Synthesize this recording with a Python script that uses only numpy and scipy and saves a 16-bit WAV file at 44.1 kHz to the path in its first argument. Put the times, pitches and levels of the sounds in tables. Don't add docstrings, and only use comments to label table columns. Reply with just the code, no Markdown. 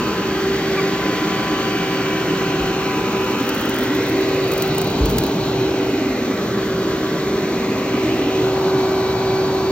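import sys
import numpy as np
from scipy import signal
from scipy.fft import rfft, irfft, next_fast_len
from scipy.io import wavfile

SR = 44100
rng = np.random.default_rng(int(sys.argv[2]) if len(sys.argv) > 2 else 0)


def store_wav(level_fs):
    pcm = np.round(np.clip(np.atleast_2d(level_fs), -1, 1) * 32767)
    wavfile.write(sys.argv[1], SR, pcm.T.astype(np.int16))


N = 428206
TIME = np.arange(N) / SR
BIN_HZ = np.maximum(np.fft.rfftfreq(next_fast_len(N), 1 / SR), 1)

# time in seconds, then in metres the distance to the wall ahead,
# the distance to the side wall and the extra path of the floor echo.
PATH = [(0, .8, .39, .245), (.3, .87, .405, .222), (.7, .92, .467, .183), (1.5, .94, .475, .22),
        (2.6, 1, .46, .234), (3, .89, .41, .265), (3.4, .68, .39, .243), (3.9, .54, .356, .196),
        (4.3, .37, .3, .147), (5, .17, .21, .108), (5.5, .24, .21, .1), (5.9, .46, .23, .134),
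        (6.4, .82, .285, .187), (6.8, .92, .3, .212), (7.2, .91, .31, .189), (7.7, .77, .3, .152),
        (8.15, .52, .295, .13), (8.6, .26, .23, .074), (9.7, .26, .195, .072)]
# frequency in Hz, shared part of the power from 0 to 1.
LIKENESS = [(200, .999), (420, .992), (650, .92), (950, .77), (1300, .85), (1900, .9), (3600, .58),
            (7000, .82), (9000, .99), (11000, .985), (13000, .8)]


def air():
    # frequency in Hz, relative level in dB.
    roar_colour = [(25, -44), (36, -32.5), (52, -17.5), (75, -13), (92, -16), (120, -7), (200, -6.5),
                   (270, -3), (330, 0.4), (430, -5), (520, -10.5)]
    rush_colour = [(520, -1.6), (700, -4), (900, -2.5), (1200, -5), (1550, -7.3)]
    exhaust_colour = [(1550, 3.5), (1750, -1), (2000, -0.5), (2500, 1.3), (3100, 0.9), (3500, -3)]
    gapped_hiss = [(3500, 6.5), (4450, 3.5), (4850, -0.6), (5400, 1), (6600, -0.1), (8000, -4.5),
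                   (11000, -47), (12500, -3), (15500, -5.5)]
    roar = turbulence(roar_colour, flutter_db=.3, wall=.34, rear=-.28)
    rush = turbulence(rush_colour, flutter_db=.3, side=.21, floor=.28)
    exhaust = turbulence(exhaust_colour, flutter_db=.3, side=.08, floor=.29)
    hiss = turbulence(gapped_hiss, flutter_db=.4, side=.05, floor=.08)
    pressed_db = 4 * bell(TIME - 5.14, width=.63)
    ahead_m = in_time(PATH)[0]
    beam_db = 1.5 * bell(ahead_m - .48, width=.52)
    return (roar * place_gain(-22.5 + pressed_db, ahead_db_per_m=-.7, side_db_per_m=-5)
            + rush * place_gain(-29.5, ahead_db_per_m=-3.5, side_db_per_m=11.5)
            + exhaust * place_gain(-33.5 + beam_db, ahead_db_per_m=-4.5, side_db_per_m=35)
            + hiss * place_gain(-39.5, ahead_db_per_m=-2, side_db_per_m=14))


def turbulence(colour, flutter_db, wall=0, rear=0, side=0, floor=0):
    # centre in Hz, width in Hz, gain in dB.
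    cavities = [(300, 69, 2), (350.3, 27, -9), (420, 27, -3), (622, 47, 4.5), (946, 70, -3),
                (1530, 70, 0.5), (1980, 220, 5.5), (2490, 140, 3.5)]
    cavity_db = sum(db / (1 + (2 * (BIN_HZ - hz) / width) ** 2) for hz, width, db in cavities)
    low_hz, high_hz = colour[0][0], colour[-1][0]
    rolloff = np.sqrt((1 + (low_hz / BIN_HZ) ** 20) * (1 + (BIN_HZ / high_hz) ** 20))
    gain = from_db(at_hz(colour, BIN_HZ) + cavity_db) / rolloff
    alike, pickup = at_hz(LIKENESS, BIN_HZ), ports(BIN_HZ)
    direct = shaped(rng.standard_normal(N), gain * np.sqrt(alike) * pickup)
    diffuse = shaped(rng.standard_normal((2, N)), gain * np.sqrt(1 - alike) * abs(pickup))
    jet = direct + diffuse
    reflected = shaped(jet, 1 / (1 + (93 / BIN_HZ) ** 2))
    for delay_ms, share in zip(echo_delays_ms(), (wall, rear, side, floor)):
        if share:
            jet = jet + share * echo(reflected, delay_ms) + share ** 2 / 2 * echo(reflected, 2 * delay_ms)
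    return jet / rms(jet.mean(axis=0)) * from_db(flutter_db * drift(rate_hz=16))


def motor():
    # time in seconds, revolutions per second.
    speed_curve = [(0, 388), (1, 387.2), (2.7, 383.4), (5.3, 385.3), (6.3, 383.3), (8.4, 381.6),
                   (9.7, 382.5)]
    # time in seconds, level in dB.
    hum = [(0.05, -37), (0.4, -22.5), (0.85, -24.5), (1.05, -29.5), (1.65, -31), (2, -27), (3.25, -26),
           (3.6, -30.5), (4.25, -21.5), (4.75, -24), (5.1, -35), (5.7, -22), (6.15, -28.5), (7.75, -26.5),
           (8.6, -19.5), (9.7, -22)]
    belt_whine = [(0.1, -31.5), (0.7, -49), (1, -33), (2.6, -38), (2.9, -33.5), (3.39, -33.5), (3.58, -65),
                  (4.4, -38.5), (5.9, -60), (6.6, -43.5), (8.2, -41.5), (8.45, -37), (9.66, -38)]
    second = [(0, -56), (.45, -41), (1.7, -36), (2.2, -42), (2.7, -34.5), (3.4, -42.5), (7.1, -48),
              (8.1, -39.5), (9.3, -33.5), (9.7, -42)]
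    third = [(.4, -54), (1, -39), (1.65, -34), (2.1, -53.5), (5.999, -46.5), (6.9, -41), (7.9, -52),
             (8.7, -41), (9.7, -41.5)]
    fourth = [(1.1, -45.5), (2.2, -43), (2.8, -52), (4.55, -43.5), (7.8, -52.5), (9, -44)]
    blades = [(0, -45), (1.6, -41), (2.05, -35), (2.4, -43.5), (3.3, -39), (3.6, -56.5), (6.3, -46.5),
              (6.8, -58.5), (7.9, -43.5), (8.4, -51.5), (8.7, -42), (9.7, -42)]
    low_whistle = [(0, -51), (1.4, -44.5), (2.05, -60), (2.75, -41), (3.2, -64), (5.15, -48), (6.6, -50.5),
                   (9.7, -49)]
    high_whistle = [(0, -45), (1.9, -43), (2.4, -60), (3.4, -57), (4.9, -44.5), (5.8, -56), (6.8, -48),
                    (7.7, -59), (9, -46), (9.5, -41)]
    tones = [(1, hum, .06), (2.6045, belt_whine, .22), (2, second, .3), (3, third, .3),
             (4, fourth, .45), (6, blades, .55), (11, low_whistle, .45), (12, high_whistle, .45)]
    speed = in_time(speed_curve)[0] * (1 + .00022 * drift(rate_hz=7.37))
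    iron_buzz = from_db(-41) * np.sqrt(2) * np.sin(2 * np.pi * 120 * TIME)
    return iron_buzz + sum(motor_tone(speed, multiple, in_time(ride)[0], fading)
                           for multiple, ride, fading in tones)


def motor_tone(speed, multiple, level_db, fading):
    hz = multiple * speed.mean()
    alike = at_hz(LIKENESS, hz)
    knots_s = np.arange(0, N / SR + 1, 1 / 9)
    phasors = rng.standard_normal((3, len(knots_s), 2)) @ [1, 1j] / np.sqrt(2)
    shared, left, right = [np.interp(TIME, knots_s, row) for row in phasors]
    wander = np.sqrt(alike) * shared + np.sqrt(1 - alike) * np.array([left, right])
    field = (1 + fading * wander) / np.sqrt(1 + fading ** 2)
    rotation = np.exp(2j * np.pi * multiple * np.cumsum(speed) / SR)
    return np.sqrt(2) * from_db(level_db) * (field * rotation * ports(hz)).real


def grit(grains_per_s):
    # start in seconds, strength in dB.
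    large_bits = [(3.491, -20), (3.548, -25), (3.7858, -27), (4.517, -21), (4.535, -24), (4.579, -23),
                  (4.6218, -17), (4.781, -19), (4.8155, -21), (5.057, -21), (5.101, -25), (5.1088, -26),
                  (5.184, -15), (5.237, -24), (5.2645, -25)]
    # middle in seconds, length in seconds, grain strength in dB.
    sandy_patches = [(3.727, 1, -40), (4.66, 0.49, -42), (5.165, 0.47, -41)]
    sizes_db = 4 * np.minimum(rng.exponential(1, N), 3)
    arrivals = rng.random(N) < grains_per_s / SR
    sand = arrivals * swells(sandy_patches) * from_db(sizes_db)
    hits = strikes(large_bits)
    rattle = from_db(10) * crackle(sand + hits / 2, t60=.025, low_hz=9500)
    snap = from_db(9) * crackle(hits ** 1.35, t60=.022, low_hz=2800)
    return shaped(rattle, ports(BIN_HZ)) + shaped(snap, ports(BIN_HZ, slant=.88))


def crackle(clicks, t60, low_hz):
    decay = from_db(-60 / (t60 * SR))
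    energy = signal.lfilter([1], [1, -decay ** 2], clicks ** 2 + 1e-18)
    return cut(np.sqrt(energy) * rng.standard_normal(N), low_hz, "high")


def head_bumps(contact_hz):
    # start in seconds, strength in dB.
    knocks = [(2.595, -24), (5.003, -8), (5.075, -19), (5.185, -25)]
    # frequency in Hz, gain in dB, seconds to fade by 60 dB.
    modes = [(52, -7, 0.76), (62.3, -1, 0.19), (85.4, -7, 0.13), (126, -3.5, 0.074), (308, 0, 0.091)]
    push, boom = cut(strikes(knocks), contact_hz, "low"), 0
    for hz, gain_db, t60 in modes:
        decay, step = from_db(-60 / (t60 * SR)), 2 * np.pi * hz / SR
        ring = signal.lfilter([0, np.sin(step)], [1, -2 * decay * np.cos(step), decay ** 2], push)
        boom = boom + from_db(gain_db) * ring
    return cut(boom, 48, "high", order=8)


def joint_squeak(at_s, length_s, pitch_hz, fall, level_db, octave_db):
    progress = np.clip((TIME - at_s) / length_s, -2, 2)
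    phase = 2 * np.pi * np.cumsum(pitch_hz * (1 - fall * progress)) / SR
    note = np.sin(phase) + from_db(octave_db) * np.sin(2 * phase)
    return from_db(level_db) * bell(progress, width=1) * note


def edge_leak():
    # frequency in Hz, relative level in dB.
    colour = [(3550, -5.5), (3900, 1), (4400, -3.5), (4800, -12), (5500, -11.5)]
    # middle in seconds, length in seconds, level in dB.
    passes = [(4.818, 2.1, -40.5), (9.113, 3.8, -45.5)]
    return turbulence(colour, flutter_db=2, side=.14) * swells(passes)


def bedroom(x, echoes):
    scattered, wall_ms = cut(x, 500, "high"), echo_delays_ms()[0]
    for delay_ms, (slope, polarity) in zip(np.geomspace(7, 36, echoes), rng.uniform(-1, 1, (echoes, 2))):
        x = x + .12 * np.sign(polarity) * echo(scattered, delay_ms + .5 * slope * wall_ms)
    return x


def place_gain(mid_stroke_db, ahead_db_per_m, side_db_per_m):
    ahead_m, side_m, _ = in_time(PATH)
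    return from_db(mid_stroke_db + ahead_db_per_m * (ahead_m - .6) + side_db_per_m * (side_m - .35))


def echo_delays_ms():
    ahead_m, side_m, floor_m = in_time(PATH)
    rear_detour_m, sound_m_per_s = .89, 343
    paths_m = np.array([2 * ahead_m, 2 * ahead_m + rear_detour_m, 2 * side_m, floor_m])
    return 1000 * paths_m / sound_m_per_s


def echo(x, delay_ms):
    earlier = abs(TIME - delay_ms / 1000)
    return np.array([np.interp(earlier, TIME, channel) for channel in x])


def ports(hz, slant=1):
    # frequency in Hz, left level over right in dB.
    balance = [(150, 0), (380, -1), (550, 1.2), (850, 4.2), (1500, .6), (2100, 0), (2500, -2.4), (3300, .3),
               (4400, -2.6), (6000, 0)]
    # frequency in Hz, left phase lead in radians at a slant of 1.
    lead = [(300, 0), (2000, .15), (2400, .9), (3300, 1.7), (6000, 1.7), (8700, 3.05), (11300, 3.25),
            (15500, 5.1)]
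    side = np.array([[.5], [-.5]])
    return from_db(side * at_hz(balance, hz)) * np.exp(1j * side * slant * at_hz(lead, hz))


def strikes(rows):
    clicks = np.zeros(N)
    for start_s, level_db in rows:
        clicks[round(start_s * SR)] += from_db(level_db)
    return clicks


def swells(rows):
    return sum(from_db(level_db) * bell(TIME - at_s, length_s) for at_s, length_s, level_db in rows)


def bell(offset, width):
    return np.exp(-(2 * np.clip(offset / width, -3, 3)) ** 2)


def drift(rate_hz):
    slow = shaped(rng.standard_normal(N), 1 / (1 + (BIN_HZ / rate_hz) ** 4))
    return slow / rms(slow)


def shaped(x, response):
    return irfft(rfft(x, next_fast_len(N)) * response, next_fast_len(N))[..., :N]


def cut(x, hz, kind, order=2):
    return signal.sosfilt(signal.butter(order, hz, kind, fs=SR, output="sos"), x + 1e-18)


def in_time(rows):
    seconds, *columns = np.transpose(rows)
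    return [np.interp(TIME, seconds, column) for column in columns]


def at_hz(points, hz):
    points_hz, values = np.transpose(points)
    return np.interp(np.log(hz), np.log(points_hz), values)


def from_db(db):
    return 10 ** (np.asarray(db) / 20)


def rms(x):
    return np.sqrt(np.mean(x ** 2) + 1e-20)


def scene():
    ticks = grit(grains_per_s=90)
    squeak = joint_squeak(at_s=.79, length_s=.032, pitch_hz=1158, fall=.06, level_db=-21.5, octave_db=-1)
    thuds = head_bumps(contact_hz=220)
    return bedroom(air() + edge_leak(), echoes=8) + motor() + ticks + thuds + squeak


def record(dry):
    cutoff_hz = 15850
    return signal.sosfilt(signal.ellip(12, .1, 80, cutoff_hz, fs=SR, output="sos"), dry)


dry = scene()
out = record(dry)
store_wav(out)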